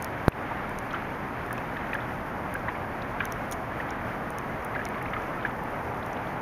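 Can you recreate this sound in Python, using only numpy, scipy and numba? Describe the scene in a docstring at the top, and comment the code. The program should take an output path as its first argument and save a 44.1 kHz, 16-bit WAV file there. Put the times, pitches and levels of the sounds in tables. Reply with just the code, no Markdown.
"""On a calm lake in falling snow, from a drifting kayak: mono, a small camera in the cockpit.
Close by, drips plink along the hull as gliding bubble tones over a trickle of tiny ones; pellets of snow
tick on the casing as noise bursts. One strikes the microphone port: a pressure pulse, and the gain ducks.
Far off, wind and water roar as coloured noise; nearest of all lie the microphone's hiss and faint tones."""
import sys
import numpy as np
from scipy import signal
from scipy.fft import rfft, irfft, next_fast_len
from scipy.io import wavfile
from scipy.ndimage import uniform_filter1d
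from numba import njit

SR = 44100
rng = np.random.default_rng(int(sys.argv[2]) if len(sys.argv) > 2 else 0)


def makeup_ratio(level_db):
    """Linear amplitude ratio for a level in decibels (20 dB per factor of ten)."""
    decades = np.asarray(level_db, float) / 20
    return 10 ** decades


def log_audio(samples):
    """Write samples as a 16-bit WAV file to the path given in sys.argv[1]."""
    # one column per channel
    frames = np.atleast_2d(samples).T
    # limit to full scale, then quantise
    limited = np.clip(frames, -1, 1)
    pcm = np.round(limited * 32767).astype(np.int16)
    wavfile.write(sys.argv[1], SR, pcm)


N = 282681  # samples

# Drips that ring as bubbles: [t/s, level/dB, f/Hz, glide/share of the cycles gained by the end]
DRIPS = [(0.321, -29.5, 2560, .05), (0.511, -22.5, 934, -0.041), (.908, -36, 3300, -.1),
         (0.938, -19, 1435, -0.31), (.945, -33.5, 3050, .05), (1.507, -25.5, 1120, 0.084),
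         (1.508, -25.5, 1700, 0.11), (1.579, -32.5, 2460, .1), (1.739, -48, 4050, .05),
         (1.7677, -24.5, 1855, -0.13), (1.7676, -43, 3580, 0.12), (1.9313, -25, 2440, 0.033),
         (1.932, -22, 1790, 0.065), (1.935, -43, 3850, -.3), (1.9507, -19, 1600, 0.26),
         (2.005, -43, 3450, 0), (2.552, -20.5, 1525, 0.22), (2.6842, -21.5, 983, 0.0087),
         (2.683, -19.5, 1690, 0.55), (2.752, -30, 1980, 0.62), (3.02, -38, 3420, 1.1),
         (3.198, -43, 3300, -0.6), (3.204, -22, 2450, -0.09), (3.2046, -28, 1970, -.15),
         (3.2055, -18.5, 1590, 0.1), (3.207, -26, 1045, 0.44), (3.801, -22.5, 1685, 0.59),
         (3.892, -40, 3260, -0.077), (4.664, -36, 1970, .3), (4.75, -24.5, 1900, 0.2),
         (4.759, -21, 1380, 0.71), (4.792, -26, 1640, 0.089), (4.812, -25.5, 1590, .5),
         (4.864, -30, 2300, -0.093), (4.944, -30.5, 2130, 0.2), (5.013, -28, 1690, 0.93),
         (5.056, -27.5, 1840, 0.86), (5.0804, -32, 2100, .3), (5.132, -26, 1280, -0.045),
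         (5.134, -24, 1870, 0.39), (5.1363, -34, 2900, -.1), (5.165, -22.5, 1250, .05),
         (5.1645, -28.5, 1980, .3), (5.411, -49, 3950, .05), (5.428, -39, 3260, -0.4),
         (5.45, -16.5, 1640, 0.076), (5.462, -43, 3100, -0.062), (6.028, -42, 3470, -0.0081),
         (6.166, -38, 2600, 0.79), (6.2708, -44, 3500, -.3)]
# Snow pellets on the casing: [t/s, level/dB, lower ring against upper/dB, length/ms]
PELLETS = [(0.0242, -30.5, -5.5, 1.6), (0.045, -27, -5.5, 1.1), (0.694, -42.5, -3, 1.5),
           (0.7877, -34, -1, 1.2), (0.9312, -55, 12.5, 1.5), (1.4633, -47, -1, 1.5),
           (1.5288, -30.5, -11, 1.2), (1.5788, -54, 8, 1.5), (1.943, -39, -5, 1.5), (2.5405, -35, -16, 1.7),
           (3.2535, -35, -1.5, 2.7), (3.3228, -32, 2.5, 1.3), (3.5124, -38, -3, 4.4),
           (3.522, -38, 4.5, 7.5), (3.531, -45, -3, 9.1), (3.906, -47, 7.5, 1.45), (4.3046, -39.5, -3, 1.7),
           (4.385, -35.5, -4, 1.5), (4.648, -35.5, -18, 1.3), (4.8533, -36.5, 3, 1.4),
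           (4.8884, -39, -12, 1.2), (5.025, -43, -11, 3.4), (5.221, -54, 7.5, 1.5), (5.6372, -47, -10, 1.5),
           (6.0628, -43, -3, 1.5), (6.131, -54, 13, 1.4)]
# Resonances of the microphone port: [f/kHz, size/full scale, decay/ms]
PORT_RINGS = [(1.55, .18, 1.3), (4.0, .1, .45), (9.6, .035, .4), (14.5, .015, .6)]
# Spectrum of the far wind and water: [f/Hz, level/dB]
ROAR_COLOUR = [(15, -36), (25, -5.5), (60, -5), (114, -2), (177, -3.5), (225, -2), (400, -6), (800, -2.5),
               (1100, -5.5), (1700, -9.5), (2200, -14), (2700, -23), (3200, -28.5), (3900, -36.5),
               (5000, -45), (7000, -53.5)]
# Spectrum of the microphone's own hiss: [f/Hz, level/dB]
HISS_COLOUR = [(2000, -44), (4500, 0.5), (6300, -1.5), (9500, -6), (12000, 2), (15000, 3.5)]
# Response shared by all but the tones and the thump, dipping near 8 kHz: [f/Hz, level/dB]
SHARED_RESPONSE = [(6700, -2.5), (7300, -9), (7900, -19), (8500, -7.5), (9100, 0.5), (14800, -9.5),
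                   (15000, -3), (15150, -36), (16500, -45)]
# Faint steady narrow bands: [f/Hz, width/Hz, level/dB]
NARROW_BANDS = [(120.9, 10.6, -50), (6140, 55, -83)]

STRIKE_S = .28178  # a pellet strikes the port


def colour(x, points):
    """Shape the spectrum through (f/Hz, level/dB) points joined on a log frequency axis."""
    hz, db = np.transpose(points)
    size = next_fast_len(len(x))
    f = np.maximum(np.arange(size // 2 + 1) * SR / size, 1)
    gain = makeup_ratio(np.interp(np.log(f), np.log(hz), db))
    return irfft(rfft(x, size) * gain, size)[:len(x)]


def level(x, db):
    """Set the rms level."""
    return x * makeup_ratio(db) / np.sqrt(np.mean(x ** 2))


def band(x, lo_hz, hi_hz):
    """Band-pass between two frequencies."""
    return signal.sosfilt(signal.butter(2, [lo_hz, hi_hz], "band", fs=SR, output="sos"), x)


def walk(rate_hz):
    """Random values drawn at a steady rate and joined by ramps; spread near 1."""
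    hold = int(SR / rate_hz)
    steps = np.repeat(rng.standard_normal(N // hold + 1), hold)
    return uniform_filter1d(steps, hold)[:N]


def add(out, s, sound):
    """Mix a sound in at s seconds."""
    i = int(s * SR)
    out[i:i + len(sound)] += sound[:N - i]


def bubble(db, hz, glide, noise):
    """A bubble rings up in a cycle or two, glides in pitch and dies away; splash noise roughens it."""
    ring_cycles = 56  # until it has lost 60 dB
    t = np.arange(int(ring_cycles / hz * SR)) / SR
    u = t / t[-1]
    shape = (1 - np.exp(-t * hz / .9)) * np.exp(-np.log(1000) * u)
    tone = np.sin(2 * np.pi * hz * t * (1 + glide * u))
    splash = band(band(noise[:len(t)], 0.84 * hz, 1.42 * hz), 0.68 * hz, 1.23 * hz)
    return makeup_ratio(db) * shape / shape.max() * (tone + 1.3 * splash)


def drips():
    """Each drip along the hull rings a bubble and throws two smaller ones, pitched towards a limit."""
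    spread_s, limit_hz, spray_db, spray_db_per_octave = .006, 3600, -8, -15
    out = np.zeros(N)
    noises = rng.standard_normal((len(DRIPS), SR // 5))
    sprays = rng.random((len(DRIPS), 2, 3))
    for (s, db, hz, glide), noise, spray in zip(DRIPS, noises, sprays):
        add(out, s, bubble(db, hz, glide, noise))
        for late, up, slide in spray:
            octaves = np.log2(limit_hz / hz) * up
            small_db = db + spray_db + spray_db_per_octave * octaves
            small = bubble(small_db, hz * 2 ** octaves, slide / 2, noise[::-1])
            add(out, s + spread_s * late, small)
    return out


def trickle():
    """Dense bubbles of a few cycles along the waterline, higher ones fainter; each drip stirs up more."""
    calm_db, stir_db, stir_s = -49, -29, .09  # stir_db is relative to the drip
    out = np.zeros(N)
    t = np.arange(SR // 50) / SR
    for s, size, pitch in rng.random((1500, 3)):
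        cycles = t * 1100 * 2.7 ** pitch  # 1100 to 2970 Hz at the onset
        grain = cycles * np.exp(-cycles / 2.15) * np.sin(2 * np.pi * cycles * (1 + 0.0321 * cycles))
        add(out, s * N / SR, grain * makeup_ratio(-2.0 * np.log(size + .03) - 17 * pitch))
    clock = np.arange(N) / SR
    stir = np.zeros(N)
    for s, db, _, _ in DRIPS:
        stir += makeup_ratio(db + stir_db) * np.exp(-np.abs(clock - s) / stir_s) * (clock > s)
    return level(out, 0) * (makeup_ratio(calm_db) + stir)


def thump():
    """Air squeezed at the port builds up, lets go at once, rings in the port and sags back slowly."""
    ms = (np.arange(N) / SR - STRIKE_S) * 1000
    before, after = np.clip(-ms, 0, 50), np.clip(ms - .22, 0, 50)
    build = 0.79 * np.exp(-before / 0.3) + 0.31 * np.exp(-before / 0.7)
    release = 1 + np.exp(np.clip((ms - .2) / 0.057, -50, 50))
    push = -build / release * (ms > -50)
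    ring = np.zeros(N)
    for khz, size, decay_ms in PORT_RINGS:
        ring += size * np.exp(-after / decay_ms) * np.sin(2 * np.pi * khz * after)
    sag = .4 * (1 - np.exp(-after / 1.2)) * np.exp(-(after / 5.4) ** 5.0)
    return push + ring + sag


def ticks():
    """Each pellet is a short crackle with a faint tail, split between two rings of the casing."""
    faint = [(s * N / SR, -60 - 2.0 * np.log(a + 1e-2), 4 - 8 * b, 1.5) for s, a, b in rng.random((40, 3))]
    # the pellet that strikes the port breaks up into four crumbs
    after_s, gap_s = 0.0029, 0.002
    crumbs = [(STRIKE_S + after_s + k * gap_s, -29, -12, .55) for k in range(4)]
    low, high = np.zeros(N), np.zeros(N)
    t_ms = np.arange(SR // 30) * 1000 / SR
    for s, db, low_db, length_ms in PELLETS + crumbs + faint:
        fade = np.exp(-(t_ms / length_ms) ** 3) + 0.3 * np.exp(-t_ms / 2.0)
        burst = makeup_ratio(db) * np.minimum(t_ms / 0.32, 1) * fade
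        add(low, s, burst * makeup_ratio(low_db))
        add(high, s, burst)
    a, b = rng.standard_normal((2, N))
    low_ring = level(band(a, 5000., 7000.), 0) + level(band(a, 2800., 5000.), -5.5)
    high_ring = level(band(b, 8400., 15000.), 0)
    return low * low_ring + high * high_ring


def roar():
    """Far wind and water: steady rumble; as the boat drifts the middle swells, the flickering top dulls."""
    rumble_db, middle_db, top_db = -34, -36.5, -34  # gains
    swell_db_per_s, dull_db_per_s = 0.366, 0.28
    clock = np.arange(N) / SR
    x = level(colour(rng.standard_normal(N), ROAR_COLOUR), 3.87)
    rumble = signal.sosfiltfilt(signal.butter(2, 330., fs=SR, output="sos"), x)
    low = signal.sosfiltfilt(signal.butter(2, 1300., fs=SR, output="sos"), x)
    middle = (low - rumble) * makeup_ratio(middle_db + swell_db_per_s * clock)
    top = (x - low) * makeup_ratio(top_db - dull_db_per_s * clock + 1.1 * walk(14))
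    return rumble * makeup_ratio(rumble_db) + middle + top


def hiss():
    """The microphone's own coloured noise, wavering slightly in level."""
    return level(colour(rng.standard_normal(N), HISS_COLOUR), -53.5) * makeup_ratio(1.1 * walk(23))


def tones():
    """Two narrow bands of noise and a thin steady whine of the electronics."""
    out = level(np.sin(2 * np.pi * 7650 * np.arange(N) / SR), -92)
    for hz, width, db in NARROW_BANDS:
        out += level(band(rng.standard_normal(N), hz - width / 2, hz + width / 2), db)
    return out


def scene():
    """All that the microphone gives, its hiss included; the ticks reach above the top of the hiss."""
    click = ticks()
    shaped = colour(drips() + trickle() + click + roar() + hiss(), SHARED_RESPONSE)
    sharp = makeup_ratio(-13) * band(click, 12700.0, 17000.0)
    return (shaped + sharp + thump() + tones())[None]


@njit
def follow(x, top, fall, slew):
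    """Gain that brings peaks towards top, eases in and lets its peak hold fall at a steady dB rate."""
    gain, peak, g = np.empty(len(x)), top, 1.
    for i in range(len(x)):
        peak = max(abs(x[i]), peak * fall, top)
        g += slew * (top / peak - g)
        gain[i] = g
    return gain


def low_pass(x):
    """Removes everything above the highest recorded frequency."""
    return signal.sosfilt(signal.butter(12, 16510, fs=SR, output="sos"), x)


def record(dry):
    """Gain control ducks after peaks above -9.5 dB and recovers; the converter clips."""
    fall_db_per_s, ease_s = 100., 0.0032
    gain = follow(dry[0], makeup_ratio(-9.5), makeup_ratio(-fall_db_per_s / SR), 1 / (ease_s * SR))
    clipped = np.clip(dry * gain, -.96, .96)
    return low_pass(clipped)


dry = scene()
out = record(dry)
log_audio(out)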